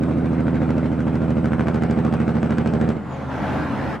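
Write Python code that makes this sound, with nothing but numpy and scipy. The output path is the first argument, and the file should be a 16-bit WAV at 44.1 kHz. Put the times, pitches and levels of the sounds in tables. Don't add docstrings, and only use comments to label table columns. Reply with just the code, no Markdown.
import sys
import numpy as np
from scipy import signal
from scipy.io import wavfile
from scipy.ndimage import uniform_filter1d

SR = 44100
rng = np.random.default_rng(int(sys.argv[2]) if len(sys.argv) > 2 else 0)


def pcm_store(signal):
    levels = np.round(np.clip(np.atleast_2d(signal), -1, 1) * 32767)
    wavfile.write(sys.argv[1], SR, levels.astype(np.int16).T)


N = 176400
T = np.arange(N) / SR

# t/s, firing rate/Hz
FIRING_RATE = [(0, 80.95), (.75, 80.03), (1.5, 79.43), (2.25, 78.77), (3, 78.09), (3.4, 78), (4, 78.6)]
# place in the cycle/firing intervals, thump/dB, rasp/dB, crack/dB
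CYLINDERS = [(.72, -5.1, -4, -19), (1.76, -1.25, -1, -9), (2.8, -2.2, 0, -6), (3.82, -3.3, -3, -18),
             (4.85, -10.6, -6, -25), (5.72, -11.7, -10, -27)]
# t/s, thump/dB, rasp/dB, crack/dB
BRAKE = [(0, -0.3, -1, -6), (.35, 0, -2.5, -7), (.7, 0.8, 0, 1), (.95, -0.9, -1.5, 2.5),
         (1.3, 0.5, -1.5, 1), (1.7, -0.5, 0.5, 3), (2.7, -1.14, 1, 4.5), (2.895, 1.5, 1.5, 0),
         (2.925, -5.5, -0.5, -12), (2.965, -7, -3, -29), (3.02, -22, -25, -43), (3.2, -65, -52, -54)]


def amp(db):
    return 10 ** (np.asarray(db) / 20)


def unit(x):
    return x / np.sqrt(np.mean(x ** 2) + 1e-20)


def curves(table, t=T):
    s, *columns = np.transpose(table)
    return [np.interp(t, s, c) for c in columns]


def at_hz(table, hz):
    f, value = np.transpose(table)
    return np.interp(np.log(hz + 1), np.log(f), value)


def noise(tone, patch_db=2):
    # f/Hz, correlation
    likeness = [(20, .5), (70, 0.83), (200, 0.8), (500, 0.74), (2000, 0.87), (4000, 0.7), (9000, 0.16),
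                (16000, 0.58)]
    hz = np.fft.rfftfreq(2048, 1 / SR)
    a, b, c, d, patches = rng.standard_normal((5, N // 512 + 6, len(hz))).transpose(0, 2, 1)
    patches = unit(uniform_filter1d(uniform_filter1d(patches, size=12, axis=0), size=6, axis=1))
    same, left = at_hz(likeness, hz)[:, None], a + 1j * b
    spectra = np.array([left, same * left + np.sqrt(1 - same ** 2) * (c + 1j * d)])
    spectra *= amp(at_hz(tone, hz)[:, None] + patch_db * patches)
    return unit(signal.istft(spectra, nperseg=2048, noverlap=1536)[1][:, :N])


def clicks(times, gains):
    out, inside = np.zeros(N), (times > 0) & (times < T[-1])
    np.add.at(out, (times[inside] * SR).astype(int), gains[inside])
    return out


def scattered(train, tone, echo_db, decay_s=.005, width=.22):
    dying = np.exp(-2 * T[:4096] / decay_s)
    spray = np.sqrt(abs(signal.fftconvolve(train ** 2, dying / dying.sum())[:N]))
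    echoes = amp(echo_db) * spray * unit(rng.standard_normal(N) + width * rng.standard_normal((2, N)))
    log_gain = np.log(amp(at_hz(tone, abs(np.fft.fftfreq(4096, 1 / SR)))))
    impulse = np.fft.ifft(np.exp(np.conj(signal.hilbert(log_gain)))).real[:2048]
    return signal.fftconvolve(train + echoes, impulse[None], axes=1)[:, :N]


def tyres_and_wind():
    # f/Hz, relative level/dB
    rush_tone = [(20, -16), (45, -5), (70, -10), (150, 11), (280, 6.5), (420, 0), (800, -5.5), (1400, -7.5),
                 (2200, -35.5), (3300, -31.5), (5000, -52.5), (8000, -40.5), (12000, -52.5), (16000, -73.5)]
    return amp(-33) * noise(rush_tone)


def turbo(width_hz=120):
    # t/s, f/Hz, level/dB
    whistle = [(0, 8170, -71), (1, 8110, -72), (2, 8050, -69), (2.87, 7980, -69), (2.945, 7650, -67.5),
               (2.99, 7350, -74), (3.07, 7060, -74), (3.12, 6800, -64), (3.16, 6670, -63.5),
               (3.19, 6550, -71), (3.25, 6300, -69), (3.36, 6020, -67.5), (3.6, 5700, -82)]
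    hz, level_db = curves(whistle)
    pole = np.exp(-np.pi * width_hz / SR)
    white = rng.standard_normal((2, N)) + 1j * rng.standard_normal((2, N))
    fuzz = signal.lfilter([1], np.poly([pole, pole]), white)
    carrier = np.exp(2j * np.pi * np.cumsum(hz) / SR)
    return amp(level_db) * unit(((fuzz + fuzz.mean(0)) * carrier).real)


def roar(cycle, pulse_depth=.11):
    # multiple of the cycle rate, relative level/dB
    orders = [(6, -39.5), (10, -38), (11, -45.5), (13, -52.5), (16, -41.5), (18, -55), (20, -39.5),
              (23, -43), (42, -45.5), (50, -55.5), (58, -50.5), (66, -49)]
    # t/s, gain/dB
    hum_gain = [(2.85, -38), (3, -6.5), (3.25, 2), (3.5, 1.5), (3.94, 1), (4, -17)]
    # t/s, rumble/dB, roar/dB
    swell = [(2.8, -58, -74), (3, -66, -43), (3.12, -46, -35.5), (3.21, -43, -34), (3.28, -42, -36.5),
             (3.32, -34, -29), (3.39, -28.5, -29.5), (3.48, -27, -27), (3.58, -26.5, -27),
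             (3.69, -27.5, -29.5), (3.8, -27.5, -28.5), (3.925, -26, -28.5), (3.955, -28, -29),
             (3.985, -45, -42)]
    # f/Hz, relative level/dB
    rumble_tone = [(20, -35.5), (45, -28), (65, -11.5), (130, -3), (180, -8), (220, -3), (275, 0),
                   (350, -17.5), (600, -23), (2000, -63)]
    roar_tone = [(20, -36.5), (200, 4), (380, -0.5), (560, 3), (850, 3), (1200, -4.5), (1550, -2),
                 (2200, -11), (3200, -19.5), (5000, -28.5), (8000, -37.5), (12000, -46), (16000, -62)]
    rumble_db, roar_db = curves(swell)
    hum = sum(amp(db) * np.cos(2 * np.pi * (k * cycle + rng.random())) for k, db in orders)
    hum *= np.sqrt(2) * amp(curves(hum_gain)[0])
    pulsing = 1 + pulse_depth * np.cos(2 * np.pi * len(CYLINDERS) * cycle)
    return hum + amp(rumble_db) * noise(rumble_tone) + amp(roar_db) * unit(pulsing * noise(roar_tone))


def lull(cycle, place=.05, width=.7):
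    # t/s, depth/dB
    depth = [(0, 0.5), (1.1, 2.5), (1.5, 6.5), (2.7, 6), (2.9, 3)]
    count = len(CYLINDERS)
    away = (cycle * count - place + count / 2) % count - count / 2
    dip = np.exp(-.5 * (away / width) ** 2)
    return amp(curves(depth)[0] * (dip.mean() - dip))


def thump(cycle, pipe_hz=180, pipe_width_hz=32, bright_from_hz=260, pan_db=1.25, skew_s=.0003):
    # multiple of the cycle rate, level at the bridge/dB, level in the open/dB
    orders = [(6, -31, -32), (7, -47, -47), (8, -45, -43), (9, -36, -36), (10, -30, -31), (11, -37, -38),
              (12, -30, -30), (13, -30, -28), (14, -46, -44), (15, -37, -35), (16, -33, -31),
              (17, -30, -28), (18, -37, -27), (19, -27, -39), (20, -50, -48), (21, -34, -41),
              (22, -35, -34), (23, -37, -46), (24, -38, -37), (25, -37, -49), (26, -43, -40),
              (27, -42, -44), (28, -45, -46), (29, -43, -51), (30, -46, -39), (31, -47, -42),
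              (32, -47, -50), (33, -55, -41), (34, -48, -55), (35, -55, -48), (36, -47, -48),
              (37, -49, -44), (38, -42, -45), (39, -42, -41), (40, -44, -48), (41, -52, -51),
              (42, -49, -57), (43, -52, -54), (44, -48, -56), (45, -44, -44), (46, -57, -49),
              (50, -50, -49), (51, -49, -47), (55, -58, -50), (56, -54, -52), (57, -56, -44),
              (63, -59, -49), (64, -56, -60), (66, -54, -60), (68, -55, -60), (69, -57, -55)]
    # delay/s, gain
    reflections = [(.0159, -.48), (.0083, .6)]
    # t/s, tilt/(dB per octave)
    brightening = [(0, 0), (1.1, 0), (1.4, 1), (1.85, 1.6), (2.35, 0.4), (2.65, 1.1), (2.87, 2.4)]
    place, strength_db = np.transpose(CYLINDERS)[:2]
    in_open = np.interp(T, [.91, 2], [0, 1])
    out, tilt_db = np.zeros(N), curves(brightening)[0]
    for k, bridge_db, open_db in orders:
        hz = k * FIRING_RATE[0][1] / len(CYLINDERS)
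        pipe = 1 / (1 + 1j * (hz - pipe_hz ** 2 / hz) / pipe_width_hz)
        pulses = pipe * np.sum(amp(strength_db) * np.exp(-2j * np.pi * k * place / len(CYLINDERS)))
        bridge, road = [np.angle(1 + gain * np.exp(-2j * np.pi * hz * s)) for s, gain in reflections]
        phase = 2 * np.pi * k * cycle + np.angle(pulses) + bridge + (road - bridge) * in_open
        octaves = max(np.log2(hz / bright_from_hz), 0)
        out += amp(bridge_db + (open_db - bridge_db) * in_open + tilt_db * octaves) * np.cos(phase)
    out *= np.sqrt(2) * amp(curves(BRAKE)[0])
    return lull(cycle) * np.array([amp(-pan_db) * out, amp(pan_db) * np.interp(T - skew_s, T, out)])


def rasp(cycle, vent_s, attack_s=.0012, decay_s=.0095, scatter_db=2):
    # f/Hz, relative level/dB
    gas_tone = [(20, -52), (100, -18), (250, 4.5), (500, 3), (800, 0), (1050, -6), (1400, -4.5),
                (1900, -10), (2400, -13), (3500, -24.5), (7000, -36.5), (16000, -57)]
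    puff_db = np.transpose(CYLINDERS)[2] + curves(BRAKE, vent_s)[1]
    puff_db += rng.normal(0, scatter_db, vent_s.shape)
    t = T[:4096]
    puff = (1 - np.exp(-t / attack_s)) ** 2 * np.exp(-t / decay_s)
    puffs = signal.fftconvolve(clicks(vent_s - attack_s, amp(puff_db)), puff)[:N]
    flow = .3 * lull(cycle) * amp(curves(BRAKE)[1])
    return amp(-34.2) * unit(puffs + flow) * noise(gas_tone)


def stacks(blows):
    # f/Hz, gain/dB, t60/s
    modes = [(1350, -41, .03), (1510, -41, .04)]
    t = T[:4096]
    ring = sum(amp(db - 60 * t / t60) * np.sin(2 * np.pi * hz * t) for hz, db, t60 in modes)
    return signal.fftconvolve(blows, ring)[:N]


def cracks(vent_s, scatter_db=2, soft_hz=3980, slap_s=.029, slap_hz=900):
    # t/s, relative bark/dB, relative snap/dB
    hardest = [(0.0348, -36.0, -48.5), (0.1834, -42, -52), (0.257, -44.0, -53), (0.3313, -42, -53),
               (0.406, -36.5, -49.5), (0.4689, -33, -59), (0.4817, -27.5, -52), (0.556, -32.5, -50.5),
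               (0.6312, -32.0, -53), (0.6922, -31.0, -53), (0.7057, -30, -44), (0.7809, -35.0, -45.5),
               (0.858, -35, -55.0), (0.9298, -39, -52.0), (0.9924, -35, -56.5), (1.0054, -29.5, -50),
               (1.0806, -33, -50), (1.1556, -33, -47.5), (1.306, -35.5, -46), (1.4441, -31, -51),
               (1.4574, -31, -43.5), (1.5196, -28.5, -55), (1.5335, -25, -48), (1.5952, -24, -48.5),
               (1.6081, -24, -45.5), (1.6709, -29, -50), (1.6838, -24, -42.5), (1.745, -33, -44),
               (1.7589, -34, -47), (1.8225, -27.5, -46.0), (1.8358, -29, -41), (1.8983, -33, -54),
               (1.9104, -36, -42), (1.9894, -34.5, -50.5), (2.05, -32, -45), (2.126, -32, -47.0),
               (2.1389, -30, -41), (2.2022, -30.5, -48.5), (2.2801, -30, -49), (2.3542, -34, -54.0),
               (2.4303, -25, -44), (2.507, -30.5, -44.5), (2.5837, -25.5, -40.0), (2.6598, -28, -47),
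               (2.6741, -32, -44), (2.7372, -35, -43.5), (2.8134, -28.5, -42), (2.8903, -34, -41.5),
               (2.9023, -33, -49.0)]
    # f/Hz, gain/dB
    bark_tone = [(20, -42), (150, -20.5), (400, -1.5), (800, 0), (1050, -0.5), (1500, -2.5), (2400, -13),
                 (3300, -24), (5000, -45), (16000, -79.5)]
    snap_tone = [(20, -68.5), (1500, -43), (3000, -25.5), (4000, -21), (7500, -27), (12000, -44.5),
                 (16000, -48)]
    hard_s, bark_db, snap_db = np.transpose(hardest)
    soft_db = np.transpose(CYLINDERS)[3] + curves(BRAKE, vent_s)[2]
    soft_db += rng.normal(0, scatter_db, vent_s.shape)
    is_soft = abs(vent_s[..., None] - hard_s).min(-1) > .005
    soft = signal.lfilter(*signal.butter(1, soft_hz, fs=SR), clicks(vent_s, is_soft * amp(soft_db)))
    blows = soft + clicks(hard_s, amp(bark_db + 32.5))
    barks = scattered(blows, bark_tone, echo_db=-5.5)
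    snaps = scattered(soft + clicks(hard_s, amp(snap_db + 48)), snap_tone, echo_db=-2)
    delayed = np.interp(T - slap_s, T, barks.mean(0), left=0)
    slap = amp(-5.5) * signal.lfilter(*signal.butter(2, slap_hz, fs=SR), delayed)
    return barks + snaps + slap + stacks(blows)


def engine_brake(cycle, jitter_s=.00008):
    vent_cycles = np.arange(int(cycle[-1]))[:, None] + np.transpose(CYLINDERS)[0] / len(CYLINDERS)
    vent_s = np.interp(vent_cycles, cycle, T) + rng.normal(0, jitter_s, vent_cycles.shape)
    return thump(cycle) + cracks(vent_s) + rasp(cycle, vent_s)


def scene():
    cycle = np.cumsum(curves(FIRING_RATE)[0]) / SR / len(CYLINDERS)
    return engine_brake(cycle) + roar(cycle) + turbo() + tyres_and_wind()


def record(dry, edge_hz=15700):
    lowpass = signal.firwin(511, edge_hz, window=("kaiser", 9), fs=SR)
    return signal.oaconvolve(dry, lowpass[None], "same")


dry = scene()
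out = record(dry)
pcm_store(out)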